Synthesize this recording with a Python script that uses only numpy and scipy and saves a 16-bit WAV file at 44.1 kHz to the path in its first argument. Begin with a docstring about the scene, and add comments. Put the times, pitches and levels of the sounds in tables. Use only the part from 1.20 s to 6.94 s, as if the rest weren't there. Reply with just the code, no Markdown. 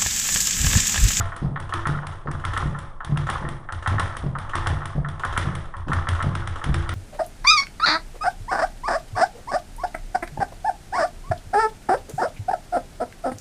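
"""In a small room with quiet rumble, hiss and a thin whine, a speed bag is punched under its rebound board.
First comes a steady stroke, over and over: two hard slaps, then two fading rebounds.
On every swing the swivel knocks hollowly in its socket; a moment later leather slaps the booming board.
Jerks rattle the shackle, and dull thuds, likely the boxer's steps, keep their own slower beat.
Near the end the stroke becomes a fast roll. Contacts are shaped noise and pulses; bodies are damped modes."""
import sys
import numpy as np
from scipy import signal
from scipy.fft import rfft, irfft, next_fast_len
from scipy.io import wavfile
from scipy.ndimage import map_coordinates

SR = 44100
rng = np.random.default_rng(int(sys.argv[2]) if len(sys.argv) > 2 else 0)


def unload_audio(sound):
    """Save the sound as a 16-bit wav file, at the path given as the first command line argument."""
    columns = np.transpose(np.atleast_2d(sound))
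    # keep every value between -1 and 1, then stretch to whole-number steps
    steps = np.round(np.clip(columns, -1, 1) * 32767)
    wavfile.write(sys.argv[1], SR, steps.astype(np.int16))


N = 253134
LEAD = SR // 4  # samples kept for blows that are already ringing at the start
AGE = np.arange(int(.8 * SR)) / SR  # seconds since a blow


def amp(db):
    """Decibels to gain."""
    return 10 ** (np.asarray(db) / 20)


def along(points, hz):
    """Read (pitch_hz, value) points on a log frequency axis."""
    point_hz, values = np.transpose(points)
    return np.interp(np.log(hz + 1), np.log(point_hz), values)


def norm(x):
    """Scale to unit energy."""
    return x / np.sqrt(np.sum(x ** 2) + 1e-20)


def blank():
    """An empty track with room for the lead."""
    return np.zeros(LEAD + N)


def add(track, start_s, sound):
    """Mix a sound into the track at its start time."""
    first = max(0, LEAD + round(start_s * SR))
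    part = track[first:][:len(sound)]
    part += sound[:len(part)]


# steady sound of the room: pitch_hz, level_db (relative)
ROOM_TONE_COLOUR = [(15, 23.5), (40, 3.5), (100, -1), (300, -21.5), (1200, -14.5), (3000, -56), (8000, -48),
                    (11000, -64)]


def room_tone():
    """Steady noise, mostly low rumble with faint hiss, plus a narrow noise band heard as an electrical whine."""
    hz = np.fft.rfftfreq(N, 1 / SR)
    noise = irfft(rfft(rng.standard_normal(N)) * amp(along(ROOM_TONE_COLOUR, hz)), N)
    narrow = np.exp(-((hz - 8750) / 100) ** 2)
    whine = irfft(rfft(rng.standard_normal(N)) * narrow, N)
    return amp(-32.5) * noise / noise.std() + amp(-79) * whine / whine.std()


def click(colour, size=2048):
    """The shortest causal pulse with this colour: minimum phase, by folding the cepstrum."""
    log_gain = np.log(amp(along(colour, np.fft.rfftfreq(size, 1 / SR))))
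    cepstrum = irfft(log_gain)
    cepstrum[1:size // 2] *= 2
    cepstrum[size // 2 + 1:] = 0
    return norm(irfft(np.exp(rfft(cepstrum))))


# how long the room holds each pitch: pitch_hz, t60_s
ROOM_DECAY = [(100, 0.094), (500, 1), (1300, 0.69), (3500, 0.49), (10000, 0.51)]


def tail(lumps_db, build_s=0.0072, lumps_per_s=170):
    """Unit-energy reverberation in clumps: the deep bass dies first, and the treble before the middle."""
    hz, t, spectra = signal.stft(rng.standard_normal(len(AGE)), SR, nperseg=256)
    decay = amp(-60 * t / along(ROOM_DECAY, hz)[:, None])
    fading = signal.istft(spectra * decay, SR, nperseg=256)[1][:len(AGE)]
    clumps = map_coordinates(rng.standard_normal(size=1024), [AGE * lumps_per_s], mode="wrap")
    build = 1 - np.exp(-AGE / build_s)
    return norm(fading * amp(lumps_db * clumps) * build)


# reflections off near surfaces: delay_s, gain (before each source's walls_db)
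NEAR_SURFACES = [(.0038, 0.95), (.0054, .3), (.0083, 0.31), (.0128, 0.67), (.0170, 0.32), (0.02, 0.31),
                 (0.026, 0.23), (0.037, 0.19), (0.0435, 0.2)]


def in_room(x, colour, walls_db, tail_db, lumps_db=1.5):
    """Direct sound, near reflections, and a diffuse tail in the source's colour."""
    path = np.zeros(len(AGE))
    path[0] = 1
    for delay_s, gain in NEAR_SURFACES:
        path[round(delay_s * SR)] += gain * amp(walls_db)
    near = signal.fftconvolve(x, path)[:len(AGE)]
    diffuse = signal.fftconvolve(click(colour), tail(lumps_db))[:len(AGE)]
    return near + amp(tail_db) * diffuse


def ring(modes, scatter_db, rise_s=.001):
    """Damped modes that swell while the contact lasts, at slightly new strengths each time."""
    waves = np.zeros(len(AGE))
    for pitch_hz, level_db, t60_s in modes:
        struck_db = level_db + scatter_db * rng.standard_normal()
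        waves += amp(struck_db - 60 * AGE / t60_s) * np.sin(2 * np.pi * pitch_hz * AGE)
    return -waves * (1 - np.exp(-AGE / rise_s))


def bending_pulse(colour, travel_s, size=2048):
    """A knock that has crossed the board: high bending waves arrive first; travel_s is the delay at 1 kHz."""
    hz = np.fft.rfftfreq(size, 1 / SR)
    phase = 4 * np.pi * travel_s * np.sqrt(1000 * hz)  # delay falls as the root of the pitch
    return norm(irfft(amp(along(colour, hz)) * np.exp(-1j * phase))[:size // 2])


# hollow knock before its small shifts: pitch_hz, level_db (relative)
HOLLOW_COLOUR = [(100, -33.5), (450, -21), (750, -6), (1050, 2), (1320, 6), (1600, -4.5), (1800, -1),
                 (2050, -14), (2500, -30), (3200, -23.5), (4500, -44.5), (11000, -68)]


def hollow_knock(db, walls_db, tail_db, usual_db=-6):
    """A short hollow pock: harder contacts tend to sound higher, and no two land alike."""
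    stretch = np.exp(0.0046 * (db - usual_db) + 0.033 * rng.standard_normal())
    colour = [(pitch_hz * stretch, level_db + 2.3 * rng.standard_normal())
              for pitch_hz, level_db in HOLLOW_COLOUR]
    pulse = bending_pulse(colour, travel_s=.0036)
    return amp(db) * in_room(pulse, colour, walls_db, tail_db, lumps_db=4.5)


# faint hollow ring of the swivel mount: pitch_hz, level_db (relative), t60_s
MOUNT_MODES = [(557, -4.5, 1), (678, -2.5, 0.79), (810, -6.5, 1), (862, -0.5, 0.96), (1038, 1.5, 0.89),
               (1046, 1, 1), (1142, 0, 0.98), (1280, -22, 0.68), (1250, -15, 0.32), (1463, 14, 0.094),
               (1725, 16.5, 0.057)]


def swivel():
    """The swivel knocks at each jerk and just before each slap, and leaves a faint ring in its mount."""
    out = blank()
    knocks = [(start_s - early_s, knock_db) for start_s, _, early_s, knock_db in SWINGS]
    knocks += [(start_s, level_db + 3) for start_s, level_db in JERKS]  # dB over the jerk's level
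    for start_s, db in knocks:
        add(out, start_s - .002, hollow_knock(db, walls_db=-0.5, tail_db=1.5))
        add(out, start_s, amp(db - 42.5) * ring(MOUNT_MODES, scatter_db=3.5))
    return out


def echoed(x, delay_s, gain):
    """A sound plus one delayed copy."""
    return x + gain * np.interp(AGE - delay_s, AGE, x, left=0)


def crack(colour, t60_s, flap_delay_s, flap_gain):
    """A soft surface lands in a short noisy burst, then flattens with a second one; unit energy."""
    decay = amp(-60 * AGE / t60_s)
    envelope = echoed(decay, flap_delay_s, flap_gain)[:SR // 20]
    burst = envelope * rng.standard_normal(len(envelope))
    return norm(signal.fftconvolve(burst, click(colour)))


# dull thuds underfoot: start_s, level_db
STEPS = [(-0.05, -30.5), (0.2192, -14.5), (0.665, -17), (1.0558, -18), (1.4299, -18), (1.8942, -19),
         (2.216, -18), (2.713, -19), (3.0357, -16.5), (3.5, -19.5), (3.7522, -17), (4.2433, -17.5),
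         (4.6686, -17.5), (5.0397, -17), (5.4638, -17)]
# the floor under the feet: pitch_hz, level_db (relative), t60_s
FLOOR_MODES = [(60.6, -11, 0.21), (89, -20, 0.3), (109.6, -22.5, 0.48), (136.9, -13, 0.42),
               (146.15, -14.5, 0.57), (177.5, -23.5, 0.5), (216.7, -36, 0.61), (256.3, -34, 0.36),
               (344.5, -30, 0.47)]
# pat of the soles: pitch_hz, level_db (relative)
SOLE_COLOUR = [(60, -10.5), (200, 8), (400, -4), (650, -5), (1000, -12.5), (2000, -46), (5000, -38),
               (11000, -83)]


def feet():
    """A soft blow rings the floor under a pat of the sole; the far wall returns its bass strongly."""
    out = blank()
    for start_s, level_db in STEPS:
        floor = ring(FLOOR_MODES, scatter_db=4.0, rise_s=0.0019)
        thud = echoed(floor, delay_s=.0276, gain=2.09)
        sole = crack(SOLE_COLOUR, t60_s=0.046, flap_delay_s=0.025, flap_gain=1.07)
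        pat = in_room(sole, SOLE_COLOUR, walls_db=-17.0, tail_db=0.0)
        add(out, start_s, amp(level_db) * thud)
        add(out, start_s + 0.002876, amp(level_db + 14) * pat)
    return out


# four slaps of a stroke (first punch, second punch, two free rebounds), over the swing's strength:
# snap_db, wood_db, boom_db
STROKE_MIX = [(-14.5, 1, -11), (-12, -3, -13.5), (-10, -1.5, -15.5), (-11.5, -1.5, -12)]
# the same three columns for the fast roll, where the fists keep driving the bag
ROLL_MIX = (-13.5, 0.38, -10.5)
ROLL_FROM_S = 4.95


def slap_mix(k, start_s):
    """The mix of swing k: round the stroke, starting at its second punch, until the roll takes over."""
    if start_s < ROLL_FROM_S:
        return STROKE_MIX[(k + 1) % len(STROKE_MIX)]
    return ROLL_MIX


# the bag swings up against the board: start_s, strength_db, knock_early_s, knock_db (knocks of the swivel)
SWINGS = [(-0.04, -1.5, 0.016, 1), (0.1637, -11.5, 0.043, -9), (0.401, -12, .0406, -5.5),
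          (0.538, -3, .0135, -2.5), (0.671, -4, 0.016, 0), (0.8686, -11, 0.037, -9.5),
          (1.1139, -11.5, 0.041, -6.5), (1.251, -4, .011, -5), (1.3752, -3, 0.0097, -1),
          (1.5875, -12.5, 0.039, -10), (1.8474, -11, 0.042, -8), (1.973, -6, 0.013, -12),
          (2.099, -1, 0.0092, 0.5), (2.2881, -11, 0.037, -10), (2.5238, -10, 0.035, -7),
          (2.675, -1.5, .014, 0.5), (2.7967, 0, .0134, 0.5), (2.9681, -8, 0.036, -15),
          (3.1859, -10.5, .033, -5), (3.3538, -0.5, .019, -2), (3.4711, -1, 0.0098, -3),
          (3.6561, -9, 0.037, -7.5), (3.8867, -13.5, 0.039, -7), (4.0501, -5, .0142, -0.5),
          (4.176, 2.5, .011, -2), (4.3526, -9, 0.027, -16), (4.5677, -18.5, .028, -9),
          (4.7323, -3.5, 0.014, 0.5), (4.8878, -1.5, 0.017, -3), (5.0255, -6, .022, -1.5),
          (5.1524, -6, 0.026, -21), (5.274, -7.5, 0.053, -13), (5.4409, -4, 0.025, -9.5),
          (5.5428, -2.5, 0.02, -24), (5.6916, -4, 0.03, -11.5)]
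# the board on its mount: pitch_hz, level_db (relative), t60_s
BOARD_MODES = [(14.1, -22.5, 0.83), (30, -25.5, 0.49), (56.5, -19.5, 0.48), (85.46, -11.5, 0.22),
               (97.4, -12, 0.36), (128.6, -23.5, 0.56), (254.2, -42, 0.52), (338.2, -30.5, 0.75)]
# broad leather smack: pitch_hz, level_db (relative)
SMACK_COLOUR = [(150, 7), (400, -2.5), (900, -2.5), (1900, 3.5), (2550, -7.5), (3400, -1.5), (4400, -14),
                (5600, -12), (7000, -19.5), (11000, -38)]
# bright leather snap: pitch_hz, level_db (relative)
SNAP_COLOUR = [(2000, -44), (4500, -5), (5600, -28), (7000, 2), (9000, 12.5), (11000, 5), (12500, -65)]
BOOM_GROWS = 0.61  # dB of boom per dB of strength


def board():
    """The bag smacks the board: leather crack, wooden knock and slow boom, all growing with strength."""
    out = blank()
    for k, (start_s, strength_db, _, _) in enumerate(SWINGS):
        snap_db, wood_db, boom_db = slap_mix(k, start_s)
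        leather = crack(SMACK_COLOUR, t60_s=0.015, flap_delay_s=0.0035, flap_gain=0.31)
        smack = in_room(leather, SMACK_COLOUR, walls_db=-37, tail_db=0)
        bright = crack(SNAP_COLOUR, t60_s=0.005, flap_delay_s=.0027, flap_gain=1.0)
        snap = in_room(bright, SNAP_COLOUR, walls_db=-12.0, tail_db=-6.0)
        boom = echoed(ring(BOARD_MODES, scatter_db=4.5, rise_s=0.0062), delay_s=.034, gain=1.486)
        add(out, start_s, amp(strength_db) * smack + amp(strength_db + snap_db) * snap)
        add(out, start_s - .001, hollow_knock(strength_db + wood_db, walls_db=-15.5, tail_db=-1.5))
        add(out, start_s - .001, amp(BOOM_GROWS * strength_db + boom_db) * boom)
    return out


# the shackle is jerked by a punch, or lightly as the bag turns: start_s, level_db
JERKS = [(0.055, -17.5), (0.493, -17), (0.923, -22), (1.198, -22), (1.335, -10), (1.471, -20.5),
         (2.069, -11.5), (2.6253, -16), (3.294, -15.5), (3.996, -14), (4.126, -11.5), (4.455, -25.5),
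         (4.683, -14), (4.95, -13.5), (5.358, -13.5), (5.624, -19)]
# rattle of the shackle: pitch_hz, level_db (relative)
RATTLE_COLOUR = [(100, -11), (300, 8), (600, 8), (1300, -2.5), (2400, -4.5), (3200, 1.5), (4500, -13),
                 (7000, -11.5), (11000, -17)]


def shackle():
    """Every jerk rattles the bag's shackle in a short double burst of noise."""
    out = blank()
    for start_s, level_db in JERKS:
        rattle = crack(RATTLE_COLOUR, t60_s=0.037, flap_delay_s=0.0023, flap_gain=0.28)
        add(out, start_s, amp(level_db) * in_room(rattle, RATTLE_COLOUR, walls_db=-12, tail_db=2.0))
    return out


def scene():
    """Swivel, feet, board and shackle over the quiet of the room."""
    blows = swivel() + feet() + board() + shackle()
    return (blows[LEAD:] + room_tone())[None]


def record(dry):
    """The microphone rolls off the deepest bass and cuts steeply above its band limit."""
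    low_hz, top_hz = 11, 11230
    size = next_fast_len(N + SR // 4)
    hz = np.fft.rfftfreq(size, 1 / SR)
    bass_cut = hz ** 2 / np.hypot(hz ** 2, low_hz ** 2)
    treble_cut = 1 / np.sqrt(1 + (hz / top_hz) ** 200)
    return irfft(rfft(dry, size) * bass_cut * treble_cut, size)[:, :N]


dry = scene()
out = record(dry)
unload_audio(out)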